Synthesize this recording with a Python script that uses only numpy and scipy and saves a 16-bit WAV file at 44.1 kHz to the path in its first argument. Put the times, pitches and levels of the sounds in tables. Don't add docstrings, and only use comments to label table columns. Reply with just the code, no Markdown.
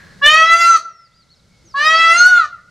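import sys
import numpy as np
from scipy import signal
from scipy.fft import rfft, irfft, next_fast_len
from scipy.io import wavfile
from scipy.ndimage import uniform_filter1d, map_coordinates

SR = 44100
rng = np.random.default_rng(int(sys.argv[2]) if len(sys.argv) > 2 else 0)


def transcribe(u):
    v = np.clip(np.atleast_2d(u).T, -1, 1)
    q = np.round(v * 32767).astype(np.int16)
    wavfile.write(sys.argv[1], SR, q)


def field_ratio(decibels):
    return 10 ** (np.asarray(decibels, dtype=float) / 20)


N = 119070


def unit(x):
    return x / np.sqrt(np.mean(x ** 2) + 1e-20)


def along(points, hz):
    point_hz, value = np.transpose(points)
    return np.interp(np.log(hz + 1), np.log(point_hz + 1), value)


def wobble(rate_hz, count):
    return map_coordinates(rng.standard_normal(400), [np.arange(count) * rate_hz / SR])


def filtered(x, response):
    size = next_fast_len(N + 8192)
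    return irfft(rfft(x, size) * response(np.fft.rfftfreq(size, 1 / SR)), size)[..., :N]


# pitch_hz, likeness (1 = mono)
LIKENESS = [(30, .9), (150, .9), (300, 0.42), (3000, 0.98), (12000, .6)]


def stereo_noise(gain):
    def response(hz):
        angle = np.arccos(np.clip(along(LIKENESS, hz), -1, 1)) / 2
        return gain(hz) * [np.cos(angle), np.sin(angle)]

    mid, side = filtered(rng.standard_normal((2, N)), response)
    return unit(np.array([mid + side, mid - side]))


# start_s, level_db
RUMBLE_LEVEL = [
    (0.0, -48),
    (0.2, -45),
    (0.62, -57.5),
    (0.75, -65.5),
    (1.46, -57),
    (1.65, -53),
    (2.23, -54),
    (2.44, -56.5),
    (2.7, -57.5),
]
# pitch_hz, level_db
RUMBLE_TONE = [(12, -31.5), (20, 0.5), (27, -3), (53, 1.5), (172, 4), (299, -11), (600, -11), (780, -51),
               (1320, -120)]
# pitch_hz, level_db
AIR_TONE = [(290, -32), (500, -7.5), (1220, -11.5), (1350, -5), (1820, -16), (2220, -7.5), (2360, -18.5),
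            (4370, -8.5), (15400, -26)]
# pitch_hz, width_hz, level_db
EARLIER_CALL = [(1110, 40, -8), (1670, 50, 8), (1800, 300, -4), (4150, 50, -6)]


def background():
    t = np.arange(N) / SR
    level_db = np.interp(t, *np.transpose(RUMBLE_LEVEL))
    rumble = stereo_noise(lambda hz: field_ratio(along(RUMBLE_TONE, hz)))
    rumble = field_ratio(level_db + 0.5 * wobble(16, N)) * rumble

    air = stereo_noise(lambda hz: field_ratio(along(AIR_TONE, hz)) / (1 + (hz / 11000) ** 4))
    air = field_ratio(-60 + 0.66 * (level_db - level_db.mean())) * air

    ring = stereo_noise(lambda hz: sum(field_ratio(db) / np.sqrt(1 + (2 * (hz - center) / width) ** 2)
                                       for center, width, db in EARLIER_CALL))
    ring_db, ring_t60_s = -43, 1.3
    return rumble + air + field_ratio(ring_db - 60 * t / ring_t60_s) * ring


# start_s, length_s, start_hz, middle_hz, end_hz
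WHISTLES = [(0.881, .17, 5850, 5500, 5100), (1.04, 0.039, 5150, 4800, 4330), (1.138, .04, 4300, 4800, 4650),
            (1.169, .07, 4900, 4700, 3900), (1.291, 0.057, 3700, 4400, 3750),
            (1.295, 0.019, 5200, 5600, 6100), (1.35, 0.055, 5700, 4840, 3670),
            (1.651, 0.093, 6700, 5520, 4250), (1.5, .13, 2230, 2200, 2134), (1.12, .03, 3300, 3600, 4000),
            (1.64, 0.044, 346, 336, 335)]
WHISTLE_DB = [-55, -53, -57, -54, -52, -65, -65.5, -50.5, -63.5, -61, -53.5]
WHISTLE_BLUR = [0.13, .1, .1, .2, .4, .3, 2.5, .2, .6, 0.47, .2]


def songbirds():
    out = np.zeros(N)
    for (start_s, length_s, *hz), db, blur in zip(WHISTLES, WHISTLE_DB, WHISTLE_BLUR):
        u = np.linspace(0, 1, round(length_s * SR))
        glide_hz = np.polyval(np.polyfit([0, .5, 1], hz, deg=2), u)
        size = field_ratio(db) * np.sin(np.pi * u) ** 0.2 * (1 + blur * wobble(400, len(u)))
        whistle = size * np.sin(2 * np.pi * np.cumsum(glide_hz) / SR)
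        out[round(start_s * SR):][:len(u)] += whistle
    return out


# pitch_hz, level_db
BEAK_OPEN = [(600, -28.5), (1250, -15.5), (1900, -12), (2500, -17.5), (3200, -20), (3700, -30.5),
             (4400, -30), (6000, -39)]
# pitch_hz, level_db
BEAK_SHUT = [(650, -49), (1050, -11), (1400, -6), (2100, -34), (3600, -44), (4500, -24.5), (5200, -44.5),
             (5950, -30)]


def throat_and_beak(hz, opening, bright):
    shape_db = opening * along(BEAK_OPEN, hz) + (1 - opening) * along(BEAK_SHUT, hz)
    top_db = -29.5 * np.log2(np.maximum(hz / 6115, 1))
    effort_db = 2 * bright * np.log2(np.maximum(hz / 3340, 1))
    gain = field_ratio(shape_db + top_db + effort_db)
    return gain / np.sqrt(np.sum(gain ** 2, 0) / 2)


# start_s, pitch_hz, level_db, beak_opening (0-1), brightness_db_per_octave
FIRST_CALL = [
    (.212, 554.5, -23.5, 0.4, -4),
    (.24, 577.6, -8.5, 1, -4),
    (.31, 617, -9.5, 0.99, 1),
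    (.39, 642.8, -8, 0.93, -3),
    (.5, 663, -11.5, .75, -3.5),
    (.6, 677.8, -9, 0.6, 0),
    (.7, 679.6, -4, 0, -3),
    (.76, 655.8, -10.5, 0.28, -4),
    (.787, 564.5, -34, 0.4, 8.5),
]
# start_s, pitch_hz, level_db, beak_opening (0-1), brightness_db_per_octave
SECOND_CALL = [
    (1.74, 547.2, -19.5, -0.23, -12.5),
    (1.79, 573.5, -17, 0.81, -4),
    (1.86, 626.4, -11, 0.98, 1.5),
    (1.96, 651.7, -9, 0.92, -4),
    (2.111, 665.7, -10, 0.72, 0),
    (2.19, 704, -6, 0.23, -1.5),
    (2.29, 738.7, -10, 0.072, -1.5),
    (2.381, 702.4, -7.5, 0.064, -6.5),
    (2.47, 569, -27.5, 0.16, -2.5),
]
# pitch_hz, level_db
BREATH_TONE = [(200, -19.5), (500, -11.5), (1000, 3), (2000, 4.5), (5000, -7.5), (9000, -20.5),
               (15000, -55)]


def peacock():
    attack_s, release_s = 0.0096, .012
    bloom_s = 0.0018
    out = np.zeros(N)
    breath = unit(filtered(rng.standard_normal(N), lambda hz: field_ratio(along(BREATH_TONE, hz))))
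    k = np.arange(1, 23)[:, None]
    for rows in (FIRST_CALL, SECOND_CALL):
        s, *columns = np.transpose(rows)
        t = np.arange(s[0], s[-1], 1 / SR)
        since = t - s[0]
        hz, level_db, opening, bright = [uniform_filter1d(np.interp(t, s, c), size=400) for c in columns]
        opening = np.clip(opening, -.2, 1.2)
        jitter = 0.0024 * wobble(90, len(t))
        phase = 2 * np.pi * np.cumsum(hz * (1 + jitter)) / SR

        overtone_hz = k * hz
        gain = throat_and_beak(overtone_hz, opening, bright)
        flutter = np.array([wobble(22.07, len(t)) for _ in k])
        flutter_db = 2 * flutter * np.log2(np.minimum(k, 8))
        notch_db = -18 * np.exp(-((overtone_hz - 2250) / 70) ** 2)
        chest_db = (k == 1) * (t > s[4]) * .55 * np.maximum(-9 - level_db, 0)
        gain = gain * field_ratio(flutter_db + notch_db + chest_db)
        gain = gain * np.clip((since - bloom_s * np.maximum(k - 2, 0)) / attack_s, 0, 1)
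        voice = np.sum(gain * np.sin(k * phase + rng.uniform(0, 2 * np.pi, k.shape)), 0)

        at = round(s[0] * SR)
        hiss = field_ratio(-26.5 + 6.2 * (opening - 0.43)) * breath[at:][:len(t)]
        hiss = hiss * (1 + np.cos(phase)) * np.clip(since / (4 * attack_s), 0, 1)
        fade = np.clip((s[-1] - t) / release_s, 0, 1)
        out[at:][:len(t)] += field_ratio(level_db) * fade * (voice + hiss)
    return out


def tail(x, decay, wait_s, length):
    hz, t, bins = signal.stft(rng.standard_normal((2, 60000)), SR, nperseg=256)
    fading = bins * field_ratio(-60 * t / along(decay, hz)[:, None])
    answer = signal.istft(fading, SR, nperseg=256)[1][:, :length]
    answer = answer / np.linalg.norm(answer[0])
    delayed = np.pad(x, (round(wait_s * SR), 0))
    mid, side = signal.fftconvolve(delayed[None], answer, axes=1)[:, :N]
    side = field_ratio(-21.5) * side
    return np.array([mid + side, mid - side])


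# delay_s, level_db, pan_db
WALLS = [
    (.004, -15, 5),
    (.009, -15.5, 1),
    (.016, -13.5, .5),
    (.024, -14, -.5),
    (.031, -16.5, 0.5),
    (.045, -21.5, -1),
]
# pitch_hz, t60_s
YARD_DECAY = [(500, 0.63), (1400, 0.21), (2500, 0.2), (5000, .3), (10000, 0.18)]
# pitch_hz, level_db
YARD_TONE = [(600, 6.5), (1400, -3), (2500, 1.5), (5000, 8.5), (10000, 4)]
# pitch_hz, t60_s
HOUSE_DECAY = [(500, .25), (5000, 0.14)]
# pitch_hz, t60_s
FAR_DECAY = [(500, .8), (1400, 1.2), (2200, 1.6), (4000, 0.33), (10000, 0.45)]


def yard(x):
    near = np.array([x, x])
    for delay_s, db, pan_db in WALLS:
        sides_db = db + 0.34 * pan_db * np.array([[1], [-1]])
        near = near + field_ratio(sides_db) * np.pad(x, (round(delay_s * SR), 0))[:N]
    dull = filtered(x, lambda hz: 1 / (1 + (hz / 5000) ** 2))
    toned = filtered(x, lambda hz: field_ratio(along(YARD_TONE, hz)))
    reverb = field_ratio(-18.5) * tail(toned, YARD_DECAY, 0.017, SR // 2)
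    house = field_ratio(-25) * tail(dull, HOUSE_DECAY, .13, SR // 2)
    far = field_ratio(-40.5) * tail(dull, FAR_DECAY, 0.11, SR * 2)
    return near + reverb + house + far


# pitch_hz, level_db
PORTS = [(250, -12), (600, -26), (1200, -45), (5000, -40), (8500, -22), (13000, -13)]


def microphone_ports(pair):
    side = filtered(pair.mean(0), lambda hz: 1j * field_ratio(along(PORTS, hz)))
    return pair + [side, -side]


def scene():
    birds = songbirds()
    birds_in_yard = birds + field_ratio(-14) * tail(birds, YARD_DECAY, 0.023, SR // 2)
    return microphone_ports(yard(peacock())) + birds_in_yard + background()


def soft_clip(x):
    ceiling, hardness = 1.0, 47
    return x / (1 + np.abs(x / ceiling) ** hardness) ** (1 / hardness)


def roll_off(x):
    return signal.sosfilt(signal.butter(12, 15590, fs=SR, output="sos"), x)


def record(dry):
    mix = soft_clip(dry)
    return roll_off(mix)


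dry = scene()
out = record(dry)
transcribe(out)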